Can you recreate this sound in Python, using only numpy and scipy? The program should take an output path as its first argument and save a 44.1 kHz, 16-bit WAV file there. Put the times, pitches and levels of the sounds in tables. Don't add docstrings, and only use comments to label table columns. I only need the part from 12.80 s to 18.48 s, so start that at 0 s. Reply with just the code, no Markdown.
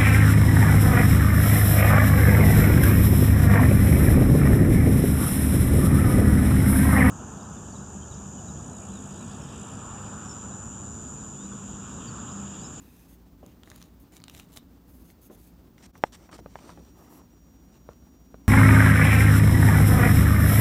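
import sys
import numpy as np
from scipy import signal
from scipy.fft import rfft, irfft
from scipy.io import wavfile

SR = 44100
rng = np.random.default_rng(int(sys.argv[2]) if len(sys.argv) > 2 else 0)


def output_pcm(signal):
    pcm = np.clip(np.atleast_2d(signal).T, -1, 1) * 32767
    wavfile.write(sys.argv[1], SR, np.round(pcm).astype(np.int16))


N = 250488
T = np.arange(N) / SR

# frequency in Hz, relative density in dB.
FLOOR_SPECTRUM = [(20, -33.5), (33, -18), (55, 0.5), (80, -4.5), (135, -9.5), (170, -7.5), (280, -7.5),
                  (480, -20), (1000, -25.5), (2200, -36), (5000, -38), (7000, -40), (10300, -44.5),
                  (13000, -39.5), (15800, -42)]
# frequency in Hz, level in dB.
HUM_TONES = [(58.5, -60), (174, -64.5), (238, -67), (274, -66)]
# centre in Hz, width in Hz, level in dB.
HISS_BANDS = [(14120, 550, -79), (15200, 690, -76.5)]
# frequency in Hz, base level in dB.
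FOCUS_TONES = [(5722, -75.5), (6770, -82), (7630, -90.5), (9545, -110), (15275, -93)]
# time in seconds, gain on its tones in dB.
FOCUS_GAIN = [(2.9, -26), (3.15, -4), (4.0, 3), (5.68, 2)]

# frequency in Hz, relative gain in dB.
SKIN_SPECTRUM = [(200, -29), (700, -7), (2000, -1), (5000, -3), (7000, -3), (10300, -1), (13000, 5.5),
                 (14700, 0), (16000, -0.5)]
THREAD_SPECTRUM = [(200, 9.5), (800, 4.5), (2000, -1.5), (5000, -6), (7000, -2.5), (10300, -5), (12500, -3),
                   (16000, -10)]
SNAP_SPECTRUM = [(200, -4), (700, -16.5), (1250, -5), (2300, -4.5), (4000, -2.5), (6500, -0.5), (9000, -3),
                 (13000, -9), (16000, -2.5)]
RIM_SPECTRUM = [(200, -34), (900, -1.5), (2000, -4), (4200, -1.5), (6500, -2.5), (9300, -2), (10400, -11),
                (13000, -8), (16000, -26)]
DRAG_SPECTRUM = [(80, -15), (300, 10.5), (600, 1), (1200, -9), (2000, -19), (3500, -31), (8000, -53)]
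CASE_SPECTRUM = [(60, -22.5), (300, -9.5), (700, -8.5), (1400, -16.5), (2100, -20.5), (2450, -27.5),
                 (3400, -30.5), (4300, -38), (6000, -44), (9000, -47.5), (16000, -60)]
# centre in Hz, width in Hz, boost in dB.
SKIN_PEAKS = [(2600, 230, 3.5), (6500, 620, 7), (9370, 680, 5)]
THREAD_PEAKS = [(2220, 460, 3), (3700, 930, 5), (6600, 1500, 2)]
RIM_PEAKS = [(1900, 250, 6), (2900, 490, 2.6), (5760, 690, 8.9), (7300, 390, 5.3), (8600, 530, 2.3)]
DRAG_PEAKS = [(594, 212, 2.1), (1276, 350, 8.1)]
CASE_PEAKS = [(570, 260, 5), (875, 180, 6.8), (1230, 180, 6.5), (1640, 300, 3.1), (2080, 360, 8),
              (2770, 160, 5.3), (3300, 330, 4.1), (5600, 450, 16), (7400, 260, 10)]

# start in seconds, level in dB, upper edge in Hz, T60 in seconds.
FINGER_BUMPS = [(0.629, -42, 515, 0.092), (.664, -45.5, 278, 0.23), (2.499, -43, 680, 0.13),
                (3.597, -41, 292, 0.13), (3.9736, -43, 354, 0.21)]
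# start and length in seconds, level in dB, tilt in dB/octave.
SKIN_STROKES = [(-.06, 0.38, -62.5, -1.5), (.28, 0.092, -60.5, 1), (.62, 0.13, -67.5, -4.5),
                (1.195, 0.049, -60.5, 4.5), (2.06, 0.21, -61.5, 5), (2.24, 0.1, -61.5, 0.5),
                (2.41, 0.081, -56.5, 3), (2.505, 0.064, -59, .5), (2.565, .16, -61, 0.5),
                (4.16, 0.13, -65.5, 2.5), (4.29, 0.12, -58.5, 2.5)]
THREAD_STROKES = [(.84, 0.27, -55, -0.8), (1.32, 0.072, -54, .5), (1.48, 0.19, -57.5, 0),
                  (1.535, 0.079, -53, .2), (1.685, 0.033, -57.5, -1), (1.715, 0.088, -53.5, 1.8),
                  (1.762, 0.017, -48, 1.5)]
# start in seconds, level in dB, ring in Hz, snap tilt in dB/octave.
NAIL_TICKS = [(.6633, -40, 6470, 5), (0.8341, -38.5, 3300, -7), (.875, -41, 1900, -9.5),
              (0.9013, -37, 6500, 1.5), (0.916, -37.5, 1710, -5.5), (.961, -36, 11400, 4),
              (1.0165, -40, 3200, -5), (1.026, -38, 6100, 0), (1.3673, -37, 5800, 1),
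              (1.402, -45, 1970, -2.5), (1.419, -41, 4320, -10), (1.4395, -33.5, 4260, -1.5),
              (1.482, -34.5, 3900, -5.5), (1.4974, -33.5, 2900, 0), (1.549, -37.5, 3660, -1),
              (1.5986, -34.5, 2600, 1), (1.7731, -35.5, 3700, -3), (2.302, -48, 2000, -5),
              (2.981, -43, 1890, -8.5), (3.1778, -47, 6130, 4), (5.133, -52, 5680, -4)]
# start and length in seconds, hiss level in dB, drag level in dB.
RIM_SLIDES = [(2.974, 0.051, -64, -62), (3.021, 0.051, -53.5, -63), (3.138, .06, -66, -60),
              (3.217, 0.077, -62, -62), (3.321, 0.043, -50, -63.5), (3.344, 0.15, -65, -58.5),
              (3.511, 0.064, -52.5, -49), (3.577, 0.03, -57, -64), (3.684, .14, -63, -68),
              (3.802, 0.14, -57.5, -50.5), (3.904, 0.24, -66.5, -64.5), (4.136, 0.33, -68, -54),
              (4.913, 0.078, -66.5, -62), (5.088, 0.047, -68.5, -56)]
# start in seconds, ring peak in dB, pitch factor of the spot struck.
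RIM_KNOCKS = [(3.154, -41, 1.17), (3.238, -3.5, 0.98), (3.4916, -40, 1.23), (3.528, -34.5, 1.4),
              (3.5904, -33.5, 0.82), (3.6605, -30, 0.73), (3.756, -25, 1.05), (3.7884, -44, 1.45),
              (3.893, -35, 1.4), (3.9746, -37.5, 0.93), (5.0896, -27.5, 0.66), (5.5431, -32.5, 0.71)]


def amp(db):
    return 10 ** (np.asarray(db) / 20)


def unit_rms(x):
    return x / np.sqrt(np.mean(x ** 2) + 1e-20)


def add(mix, start_s, sound):
    start = round(start_s * SR)
    part = mix[max(start, 0):][:max(len(sound) + min(start, 0), 0)]
    part += sound[max(-start, 0):][:len(part)]


def lowpass(x, hz, order=2):
    return signal.sosfilt(signal.butter(order, min(hz, SR / 2 - 100), fs=SR, output="sos"), x)


def bell_curve(centre_s, width_s):
    return np.exp(-((T - centre_s) / width_s) ** 2)


def wander(rate_hz):
    rolloff = np.exp(-(np.fft.rfftfreq(N, 1 / SR) / rate_hz) ** 2)
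    return unit_rms(irfft(rfft(rng.standard_normal(N)) * rolloff, N))


def response_db(spectrum, peaks, hz):
    points_hz, points_db = np.transpose(spectrum)
    peaks_db = sum(boost / (1 + (2 * (hz - centre) / width) ** 2) for centre, width, boost in peaks)
    return np.interp(np.log(hz), np.log(points_hz), points_db) + peaks_db


def colour(x, spectrum, tilt_db_oct=0, peaks=(), ripple_db=0):
    hz = np.fft.rfftfreq(len(x), 1 / SR) + 1
    gain_db = response_db(spectrum, peaks, hz) + tilt_db_oct * np.log2(np.maximum(hz, 500) / 5000)
    delays_s = rng.uniform(.0002, .0015, (6, 1))
    gain_db += ripple_db * unit_rms(np.cos(2 * np.pi * hz * delays_s).sum(0))
    return irfft(rfft(x) * amp(gain_db), len(x))


def friction(strokes, spectrum, peaks, slips_per_s, spread_db, hiss_gain, uneven_db, attack, grip, release):
    slips = rng.choice([-1., 1.], N) * (rng.random(N) < slips_per_s / SR)
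    slips *= amp(spread_db * np.minimum(rng.exponential(1, N), 3))
    grain = unit_rms(slips) + hiss_gain * rng.standard_normal(N)
    grain *= amp(uneven_db * wander(64))
    out = np.zeros(N)
    for start_s, length_s, db, tilt_db_oct in strokes:
        pressure = np.interp((T - start_s) / length_s, [0, attack, 1 - release, 1], [0, grip, 1, 0])
        touching = np.flatnonzero(pressure)
        rub = colour(grain[touching], spectrum, tilt_db_oct, peaks, ripple_db=2.3)
        out[touching] += amp(db) * pressure[touching] * unit_rms(rub)
    return out


def background(floor_db=-55, flutter_db=1.13, waver_rad=0.64):
    floor = amp(floor_db) * unit_rms(colour(rng.standard_normal(N), FLOOR_SPECTRUM))
    floor *= amp(flutter_db * wander(28))
    hum = np.zeros(N)
    for hz, db in HUM_TONES:
        tone = np.sin(2 * np.pi * hz * T + waver_rad * wander(11.6))
        hum += amp(db) * unit_rms(tone * (1 + 0.41 * wander(14)))
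    hiss = sum(amp(db) * unit_rms(wander(width_hz / 2) * np.cos(2 * np.pi * hz * T))
               for hz, width_hz, db in HISS_BANDS)
    return floor + hum + hiss


def room_tail(x, t60_s=.2, top_hz=5000, gap_s=.004):
    t = np.arange(SR // 3) / SR
    tail = lowpass(rng.standard_normal(len(t)), top_hz) * amp(-60 * t / t60_s) * (t > gap_s)
    return signal.fftconvolve(x, tail / np.linalg.norm(tail))[:N]


def focus_whine(restart_s=4.485, pause_width_s=.015, chirp_lag_s=.05):
    out = np.zeros(N)
    chirp_hz = 850 * bell_curve(restart_s + chirp_lag_s, width_s=.016)
    for k, (hz, db) in enumerate(FOCUS_TONES):
        jitter_hz = 19 * wander(200)
        tone_hz = hz + jitter_hz + (k == 1) * chirp_hz
        out += amp(db) * unit_rms(np.sin(2 * np.pi * np.cumsum(tone_hz) / SR))
    work_db = np.interp(T, *np.transpose(FOCUS_GAIN))
    return out * amp(work_db) * (1 - bell_curve(restart_s, pause_width_s))


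def finger_bumps(low_hz=73):
    out, t = np.zeros(N), np.arange(8192) / SR
    for start_s, db, top_hz, t60_s in FINGER_BUMPS:
        noise = rng.standard_normal(len(t))
        puff = lowpass(noise - lowpass(noise, low_hz, order=1), top_hz, order=3)
        add(out, start_s, unit_rms(puff) * amp(db - 60 * t / t60_s))
    return out


def skin_swishes():
    return friction(SKIN_STROKES, SKIN_SPECTRUM, SKIN_PEAKS, slips_per_s=4500, spread_db=-0.5,
                    hiss_gain=0.63, uneven_db=1.1, attack=0.14, grip=0.78, release=0.29)


def thread_rolls():
    return friction(THREAD_STROKES, THREAD_SPECTRUM, THREAD_PEAKS, slips_per_s=680, spread_db=2.5,
                    hiss_gain=0.66, uneven_db=2.0, attack=0.069, grip=0.57, release=0.28)


def nail_ticks(snap_t60_s=0.0084, ring_t60_s=0.004, nail_hz=1250, nail_db=-13, nail_t60_s=0.01):
    out, t = np.zeros(N), np.arange(1024) / SR
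    lead_samples = 64
    nail = np.sin(2 * np.pi * nail_hz * t) * amp(nail_db - 60 * t / nail_t60_s)
    for start_s, db, hz, tilt_db_oct in NAIL_TICKS:
        burst = rng.standard_normal(len(t)) * amp(-60 * t / snap_t60_s)
        snap = colour(np.roll(burst, lead_samples), SNAP_SPECTRUM, tilt_db_oct, THREAD_PEAKS)
        pair = np.sin(2 * np.pi * hz * t) - .5 * np.sin(2 * np.pi * hz * 1.16 * t)
        ring_db = 1 - 6 * np.log2(hz / 3480)
        ring = np.roll(pair * amp(ring_db - 60 * t / ring_t60_s) + nail, lead_samples)
        add(out, start_s - lead_samples / SR, amp(db) * (3.66 * snap / np.linalg.norm(snap) + ring))
    return out


def rim_slides(hiss_tilt_db_oct=-2.5):
    hiss_strokes = [(start_s, length_s, db, hiss_tilt_db_oct) for start_s, length_s, db, _ in RIM_SLIDES]
    drag_strokes = [(start_s, length_s, db, 0) for start_s, length_s, _, db in RIM_SLIDES]
    hiss = friction(hiss_strokes, RIM_SPECTRUM, RIM_PEAKS, slips_per_s=2500, spread_db=2.5,
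                    hiss_gain=0.63, uneven_db=1.7, attack=0.076, grip=0.63, release=0.26)
    drag = friction(drag_strokes, DRAG_SPECTRUM, DRAG_PEAKS, slips_per_s=900, spread_db=-1.5,
                    hiss_gain=0.92, uneven_db=1.5, attack=0.079, grip=0.71, release=0.27)
    return hiss + drag


def case_ring(pitch, samples, allpass_hz=1500):
    hz = abs(np.fft.fftfreq(samples, 1 / SR)) + 1
    log_gain = np.log(amp(response_db(CASE_SPECTRUM, CASE_PEAKS, hz / pitch)))
    ring = np.fft.ifft(np.exp(np.conj(signal.hilbert(log_gain)))).real
    for _ in range(2):
        ring = 2 * lowpass(ring, allpass_hz, order=1) - ring
    return ring


def rim_knocks(ordinary_db=-32.5, rebound_db=-12.5, chatter_t60_s=0.041, push_hz=170, push_t60_s=0.021):
    out, t = np.zeros(N), np.arange(4096) / SR
    push = np.sin(2 * np.pi * push_hz * t) * amp(-60 * t / push_t60_s)
    for start_s, db, pitch in RIM_KNOCKS:
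        force_db = db - ordinary_db
        corner_hz = 4300 * pitch * amp(0.17 * force_db)
        ring = lowpass(case_ring(pitch, len(t)), corner_hz, order=1)
        rebound_s = 0.001194 / pitch
        ring += amp(rebound_db) * np.interp(t - rebound_s, t, ring, left=0)
        chatter_db = -12.5 - 0.5861 * force_db + 5 * np.log2(pitch)
        contacts = rng.standard_normal(len(t)) * amp(chatter_db - 60 * t / chatter_t60_s)
        chatter = signal.fftconvolve(contacts, ring / np.linalg.norm(ring))[:len(t)]
        push_gain = min(amp(db + 0.5) / pitch, amp(-35))
        add(out, start_s, amp(db) * (ring / abs(ring).max() + chatter) + push_gain * push)
    return out


def scene():
    hands = skin_swishes() + thread_rolls() + nail_ticks() + finger_bumps()
    magnifier = rim_slides() + rim_knocks()
    reflections = room_tail(amp(-17) * hands + amp(-48.5) * magnifier)
    return (hands + magnifier + reflections + background() + focus_whine())[None]


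def record(dry):
    low_hz, top_hz, dip_db = 36, 15900, -19
    thinned = signal.sosfilt(signal.butter(3, low_hz, "high", fs=SR, output="sos"), dry)
    dipped = thinned * amp(dip_db * bell_curve(centre_s=3.122, width_s=.01))
    band_limit = signal.firwin(511, top_hz, window=("kaiser", 9), fs=SR)
    return signal.oaconvolve(dipped, band_limit[None], "same")


dry = scene()
out = record(dry)
output_pcm(out)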